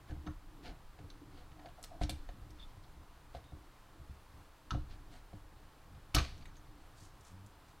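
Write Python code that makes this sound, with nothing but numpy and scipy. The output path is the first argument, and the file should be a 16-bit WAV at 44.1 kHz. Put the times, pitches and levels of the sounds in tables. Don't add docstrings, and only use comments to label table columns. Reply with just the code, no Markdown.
import sys
import numpy as np
from scipy import signal
from scipy.fft import rfft, irfft
from scipy.io import wavfile
from scipy.ndimage import uniform_filter1d

SR = 44100
rng = np.random.default_rng(int(sys.argv[2]) if len(sys.argv) > 2 else 0)


def bounce(signal):
    frames = np.transpose(np.atleast_2d(signal))
    limited = np.clip(frames, -1, 1)
    pcm = np.round(limited * 32767).astype(np.int16)
    wavfile.write(sys.argv[1], SR, pcm)


def invert_db(level):
    return 10 ** (np.asarray(level, dtype=float) / 20)


N = 343980
T = np.arange(N) / SR


def unit(x):
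    return x / np.sqrt(np.mean(x ** 2))


def peak(x):
    return x / np.abs(x).max()


def band(x, hz, width):
    return signal.lfilter(*signal.iirpeak(hz, hz / width, SR), x)


def dull(x, hz):
    return signal.lfilter(*signal.butter(2, hz, fs=SR), x)


def fade(t, t60):
    return np.exp(-np.log(1000) * t / t60)


def ring(t, hz, t60):
    return np.sin(2 * np.pi * hz * t) * fade(t, t60)


def swell(start, rise, hold, fall):
    return np.interp(T, np.cumsum([start, rise, hold, fall]), np.array([0, 1, 1, 0]))


def add(out, s, x):
    i = int(s * SR)
    out[i:i + len(x)] += x[:N - i]


def shaped(points):
    hz, db = np.transpose(points)
    f = np.maximum(np.fft.rfftfreq(N, 1 / SR), 1)
    gain = invert_db(np.interp(np.log(f), np.log(hz), db))
    return unit(irfft(rfft(rng.standard_normal(N)) * gain, N))


def walk(rate):
    k = int(SR / rate)
    steps = np.repeat(rng.standard_normal(N // k + 1), k)
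    return 1.5 * uniform_filter1d(uniform_filter1d(steps, k), k)[:N]


def grit(size, per_s, spread_db):
    hit = rng.random(size) < per_s / SR
    return unit(hit * rng.standard_normal(size) * invert_db(spread_db * rng.exponential(size=size)) + 1e-9)


# [f/Hz, level/dB per Hz]
FAN_AIR = [(71, -35), (120, -5.5), (223, -16.5), (303, -12), (430, -9.5), (598, -10.5), (751, -8),
           (1090, -7.5), (2190, -18), (4410, -21.5), (5650, -26), (14900, -30.5), (16500, -36)]
FAN_AIR_DB = -64.5


def fans():
    return shaped(FAN_AIR) * invert_db(FAN_AIR_DB + 0.16 * walk(1.87) + 0.41 * walk(13))


# [f/Hz, level/dB per Hz]
SIDE_HISS = [(120, -24), (200, -2), (1390, -11.5), (1970, -10.5), (9480, -7.5), (15000, -8.5), (16500, -26)]
SIDE_HISS_DB = -84


def side_sound(mono, sharp):
    late_body = np.roll(band(mono, 740, 800), 300)
    late_treble = np.roll(band(sharp, 7900, 11000), 40)
    return shaped(SIDE_HISS) * invert_db(SIDE_HISS_DB) + invert_db(-38) * late_body + invert_db(-22) * late_treble


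# [f/Hz, t60/s, level/dB]
ROOM_BANDS = [(151, 0.26, -6), (513, 0.24, 11.5), (1200, 0.15, 2), (2300, 0.34, -9), (4060, 0.65, -15.5),
              (6530, 0.2, -5), (10900, 0.17, -14)]


def room(x):
    t = T[:SR // 2]
    noise = rng.standard_normal(len(t)) * (1 - np.exp(-t / 0.0027))
    tail = sum(invert_db(db) * band(noise, hz, 0.76 * hz) * fade(t, t60) for hz, t60, db in ROOM_BANDS)
    return signal.fftconvolve(x, tail)[:N] * invert_db(-34.5)


def after(t60, column_db):
    marks = np.zeros(N)
    for row, db in zip(SEATINGS + NUDGES, column_db):
        add(marks, row[0], invert_db([db]))
    return signal.lfilter([1], [1, -fade(1 / SR, t60)], marks)


# [t/s, level/dB]
ARM_WEIGHT = [(0.0, -59), (0.3, -55), (0.41, -57), (1.61, -55), (1.97, -52), (2.17, -57.5), (2.35, -53),
              (4.58, -61), (4.86, -49.5), (5.15, -57), (5.76, -58.5), (6.32, -55), (6.69, -58.5),
              (7.13, -57), (7.28, -56.5), (7.8, -60.5)]
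SWAY_AFTER_DB, SWAY_T60_S = -29.5, 1.94
RUMBLE_AFTER_DB, RUMBLE_T60_S = -21.5, 0.22
HUM_AFTER_DB, HUM_T60_S = -26.5, 0.26


def lean():
    s, db = np.transpose(ARM_WEIGHT)
    weight = invert_db(np.interp(T, s, db))
    _, push_db, _, box_db, _ = np.transpose(SEATINGS + NUDGES)
    push = rng.standard_normal((3, N))
    sway = unit(band(band(push[0], 18, 21), 22.8, 22))
    rumble = unit(band(band(push[1], 68.5, 50) + 0.21 * band(push[1], 118.0, 40), 81, 142))
    hum = unit(band(band(push[2], 288.9, 21), 324.5, 54))
    sway *= invert_db(-5) * weight + invert_db(SWAY_AFTER_DB) * after(SWAY_T60_S, push_db)
    rumble *= invert_db(-6) * weight + invert_db(RUMBLE_AFTER_DB) * after(RUMBLE_T60_S, push_db)
    hum *= invert_db(-16.5) * weight + invert_db(HUM_AFTER_DB) * after(HUM_T60_S, push_db + box_db)
    return sway + invert_db(2.33 * walk(16)) * rumble + invert_db(3.4 * walk(8.9)) * hum


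CREAK_S, CREAK_LENGTH_S, CREAK_EDGE_S, CREAK_DB = 7.28, 0.22, 0.049, -51
CREAK_HZ, CREAK_GLIDE_HZ_PER_S = 84, 100


def creak():
    hz = CREAK_HZ + CREAK_GLIDE_HZ_PER_S * (T - CREAK_S)
    phase = 2 * np.pi * np.cumsum(hz * (1 + 0.0282 * walk(40))) / SR
    tone = np.sin(phase) + 0.32 * np.sin(2 * phase) + 0.17 * np.sin(3 * phase)
    grip = swell(CREAK_S, CREAK_EDGE_S, CREAK_LENGTH_S - 2 * CREAK_EDGE_S, CREAK_EDGE_S)
    return invert_db(CREAK_DB) * grip * invert_db(1.3 * walk(25)) * tone


# [start t/s, length/s, level/dB, f/Hz]
RUBBINGS = [(1.563, 0.1, -61.5, 704), (1.645, 0.033, -63, 684), (1.773, 0.044, -57, 707),
            (1.9, 0.054, -56, 703), (1.98, .035, -59, 727), (0.579, 0.12, -60, 281),
            (0.615, 0.11, -64, 180), (0.984, 0.053, -65.5, 430), (1.072, 0.062, -64.5, 310),
            (1.21, 0.13, -61.5, 300), (6.972, .08, -72.5, 4620), (3.544, 0.14, -66.5, 308),
            (3.9, 0.14, -67.5, 298), (5.748, .3, -76, 285), (2.587, 0.035, -60, 3530),
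            (3.444, .04, -71, 3710), (6.455, .02, -73, 6400), (6.557, 0.011, -71, 6300)]
RUB_EDGE_S = 0.01
RUB_WIDTH_HZ, RUB_WIDENS = 65, 0.4


def rub():
    grain = grit(N, 2500, 2.1) * invert_db(2.6 * walk(70))
    out = np.zeros(N)
    for s, length, db, hz in RUBBINGS:
        width = RUB_WIDTH_HZ * (hz / 300) ** RUB_WIDENS
        song = unit(band(band(grain, hz, width), hz, 2.5 * width))
        out += invert_db(db) * swell(s, RUB_EDGE_S, length, 3.2 * RUB_EDGE_S) * song
    return out


# [t/s, level/dB, t60/s]
CABLE_SHUDDERS = [
    (2.105, -64, .3),
    (4.714, -64.5, 0.34),
    (6.16, -43.5, 0.42),
]
# [loudest t/s, length/s, peak level/dB, treble share level/dB, low share level/dB]
CABLE_STROKES = [(0.097, 0.072, -76.5, -23, 19.5), (0.668, 0.11, -57.5, -33, 5.5),
                 (1.373, 0.2, -71.5, -16, 4.5), (2.03, 0.06, -50, -6, -10), (2.61, 0.094, -64, -16, -17),
                 (2.697, 0.073, -68.5, -19, -1), (3.361, 0.078, -71, -25, 14),
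                 (4.915, 0.095, -64.5, -24, -4), (5.145, .14, -66, -6.5, 1.5), (6.82, 0.18, -74.5, -5, -5),
                 (6.977, .08, -72, 5, -8), (7.034, .13, -72.5, 9, -8), (7.278, 0.13, -75, 10, -9),
                 (7.693, .1, -80, 5, 1)]
STROKE_RISE_SHARE, STROKE_PEAKING = 0.45, 1.32


def scrape():
    fibres = grit(N, 5000, 1.8) * invert_db(1.3 * walk(90))
    sleeve = band(fibres, 3200, 1300) + 1.2 * band(fibres, 4170, 680) + 0.65 * band(fibres, 2040, 800)
    mid = unit(dull(sleeve, 5100))
    high = unit(dull(band(band(fibres, 6400, 6000), 4900, 8000), 11000))
    low = unit(band(fibres, 716, 110) + band(fibres, 1480, 290) * 0.53 + 1.4 * band(fibres, 310, 150))
    shake = sum(invert_db(db) * (T > s) * fade(abs(T - s), t60) for s, db, t60 in CABLE_SHUDDERS)
    out = shake * (mid + 0.17 * unit(band(fibres, 3760, 600)) + 0.46 * low + 0.16 * high)
    for s, length, db, treble_db, low_db in CABLE_STROKES:
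        rise = STROKE_RISE_SHARE * length
        stroke = swell(s - rise, rise, 0, length - rise) ** STROKE_PEAKING
        out += invert_db(db) * stroke * (mid + invert_db(treble_db) * high + invert_db(low_db) * low)
    return out


# [t/s, peak level/dB, f/Hz, box share level/dB, lid share level/dB]
SEATINGS = [(2.013, -25.5, 44.3, -15.5, -14.5), (2.036, -30, 67, -19, -19), (2.016, -41.5, 182, -17, 0),
            (2.05, -34, 42, -23, -21), (2.093, -40, 107.5, -4, -5), (2.122, -36, 72, -18, -24),
            (4.719, -29, 45, -17, -31), (4.737, -25.5, 61, -25, -46), (4.7476, -35, 129, -4, -8.5),
            (4.775, -33, 67, -14, -22), (6.147, -22.5, 49.3, -8.5, -22), (6.158, -41, 74.6, 5.5, 1),
            (6.17, -21, 67.2, -51, -18.5), (6.195, -41, 70.4, -7, -7), (6.211, -33.5, 64, -38, -21)]
# [t/s, peak level/dB, f/Hz, box share level/dB, lid share level/dB]
NUDGES = [(0.1, -36.5, 40.4, -23, -22), (0.113, -33, 74.7, -13.5, -30), (0.164, -37.5, 71, -27, -30),
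          (0.263, -40, 180, -6, -17), (0.279, -34, 81, -10.5, -16), (0.689, -38.5, 41, -19, -27),
          (0.991, -40.5, 84, -17.5, -16.5), (1.029, -47, 93, -8.5, -18), (1.659, -49.5, 73.5, -27, -3),
          (2.291, -39.5, 40, -18.5, -11.5), (2.498, -54, 55.4, 1.5, -31), (2.769, -46, 86, -18, -20),
          (2.969, -48, 72, -10, -27), (3.349, -40.5, 70.3, -20, -4), (3.521, -39.5, 76.4, -11, -19.5),
          (3.999, -44, 72, -25, -30), (4.096, -38, 68, -31, -37), (5.331, -41, 102.6, -10.5, -14),
          (7.012, -47, 95.5, -11, -26)]
DESK_RING_S = 0.2


def thumps():
    out, t = np.zeros(N), T[:SR // 2]
    t60 = DESK_RING_S
    soft = 1 - np.exp(-t / 0.0061)
    box = soft * (ring(t, 303.5, 0.17) + 0.5 * ring(t, 336, 0.1) + 0.98 * ring(t, 423, 0.027))
    lid = ring(t, 711.0, 0.035) + 0.3 * ring(t, 551, 0.1)
    for s, db, hz, box_db, lid_db in SEATINGS + NUDGES:
        desk = ring(t, hz, t60) + 1.13 * ring(t, 1.75 * hz, 0.37 * t60) + 0.78 * ring(t, 2.6 * hz, 0.2 * t60)
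        push = soft * desk + invert_db(box_db + 3.5) * box + invert_db(lid_db + 7.5) * lid
        add(out, s, -invert_db(db) * push)
    return out


# [f/Hz, level/dB, t60/s]
BOARD_TONES = [(2526, -6.5, 0.089), (3020, -36, 0.16), (3070, -8, 0.27), (3820, -4, 0.25),
               (3984, -12, 0.56), (4260, -16, 0.53), (4490, 2, 0.073), (4540, -16, 0.073),
               (4800, -16.5, 0.2), (5400, -23, 0.19), (6340, 0, 0.14), (6900, -31, 0.23)]
TONE_T60_CAP_S = 0.022


def board_tones(t):
    luck = rng.standard_normal((len(BOARD_TONES), 2))
    out = np.zeros(len(t))
    for (hz, db, t60), (louder, higher) in zip(BOARD_TONES, luck):
        tone = ring(t, hz * (1 + 0.0199 * higher), min(0.17 * t60, TONE_T60_CAP_S))
        out += invert_db(db + 2.4 * louder) * tone
    return out


# [t/s, peak level/dB, plastic f/Hz, treble share level/dB, board share level/dB]
LATCH_SNAPS = [(0.2661, -47, 2980, -26, -7), (0.2715, -45.5, 1840, -31, -1.5), (1.828, -51, 5000, 6, -20),
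               (1.8392, -35, 4850, -7.5, -31), (2.016, -40, 1950, -33, -27), (2.0348, -33, 4200, -40, -29),
               (2.0953, -26.5, 4470, -7, -43), (2.1033, -35, 4400, -7, -22), (2.097, -56, 13500, -12, -30),
               (2.2888, -46, 1830, -31, -35), (4.707, -32.5, 3330, -36, -1.5),
               (4.7136, -44.5, 2890, -26, -1), (4.7483, -56, 1800, -24, 3), (6.143, -39, 2500, -23, -7),
               (6.1471, -18.5, 2780, -6.5, -31), (6.1503, -19.5, 5400, -18, -22),
               (6.1652, -21.5, 4230, -23, -7), (6.1848, -21.5, 2410, -32, -20),
               (6.204, -37, 4210, -28, -10), (6.1486, -22, 12600, -20, -33), (1.844, -45, 13000, -8, -30)]
# [t/s, peak level/dB, plastic f/Hz, treble share level/dB]
PIN_TICKS = [(0.1078, -47.5, 1800, -23), (0.9887, -52.5, 1840, -24), (1.1018, -45.5, 4080, -22),
             (1.518, -54.5, 1940, -23), (1.5938, -51.5, 1810, -25), (1.6587, -45.5, 1790, -30),
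             (1.6876, -53, 2900, -14), (2.5057, -51, 5250, -9), (2.838, -53.5, 3800, -20),
             (3.3493, -48.5, 3840, -30), (3.4411, -55, 3670, -9), (5.3333, -59, 2460, -16),
             (5.9484, -59, 2580, -18), (6.379, -55, 6340, -24), (6.41, -52, 2950, -23),
             (6.4235, -50.5, 2090, -24), (6.4557, -45, 2060, -13), (6.556, -54.5, 3440, -23),
             (6.5687, -49, 6330, -22), (7.2085, -60, 7440, -5), (7.2494, -52, 6500, -25),
             (7.4633, -58, 5000, 3.5)]
TICK_BOARD_DB, RATTLE_S = -22.5, 0.037


def clicks():
    out, t = np.zeros(N), T[:SR // 4]
    for s, db, hz, treble_db, board_db in LATCH_SNAPS + [(*row, TICK_BOARD_DB) for row in PIN_TICKS]:
        blow = grit(len(t), 12000, 2.6) * fade(t, RATTLE_S) * 0.33
        blow[0] += 1.5
        shell = band(blow, hz, 0.32 * hz) + band(blow, 4500, 2700) * 0.32
        shell += 0.02 * signal.fftconvolve(blow, board_tones(t))[:len(t)]
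        shell = dull(shell, 0.79 * hz + 2500)
        latch = dull(band(band(blow, 6150, 4300), 9100, 7600), 12600)
        board = band(band(blow, 1275, 480), 1230, 670)
        click = peak(shell) + invert_db(treble_db + 5) * peak(latch) + invert_db(board_db + 2.5) * peak(board)
        add(out, s, invert_db(db) * click)
    return out


def scene():
    sharp = clicks() + scrape()
    mono = fans() + room(sharp) + lean() + creak() + rub() + thumps() + sharp
    side = side_sound(mono, sharp)
    return np.array([mono + side, mono - side])


def band_limit(x):
    return signal.sosfilt(signal.butter(12, 16760, fs=SR, output="sos"), x)


def record(dry):
    top = signal.ellip(6, 0.2, 40, 16000, fs=SR, output="sos")
    mix = signal.sosfilt(top, dry)
    return band_limit(mix)


dry = scene()
out = record(dry)
bounce(out)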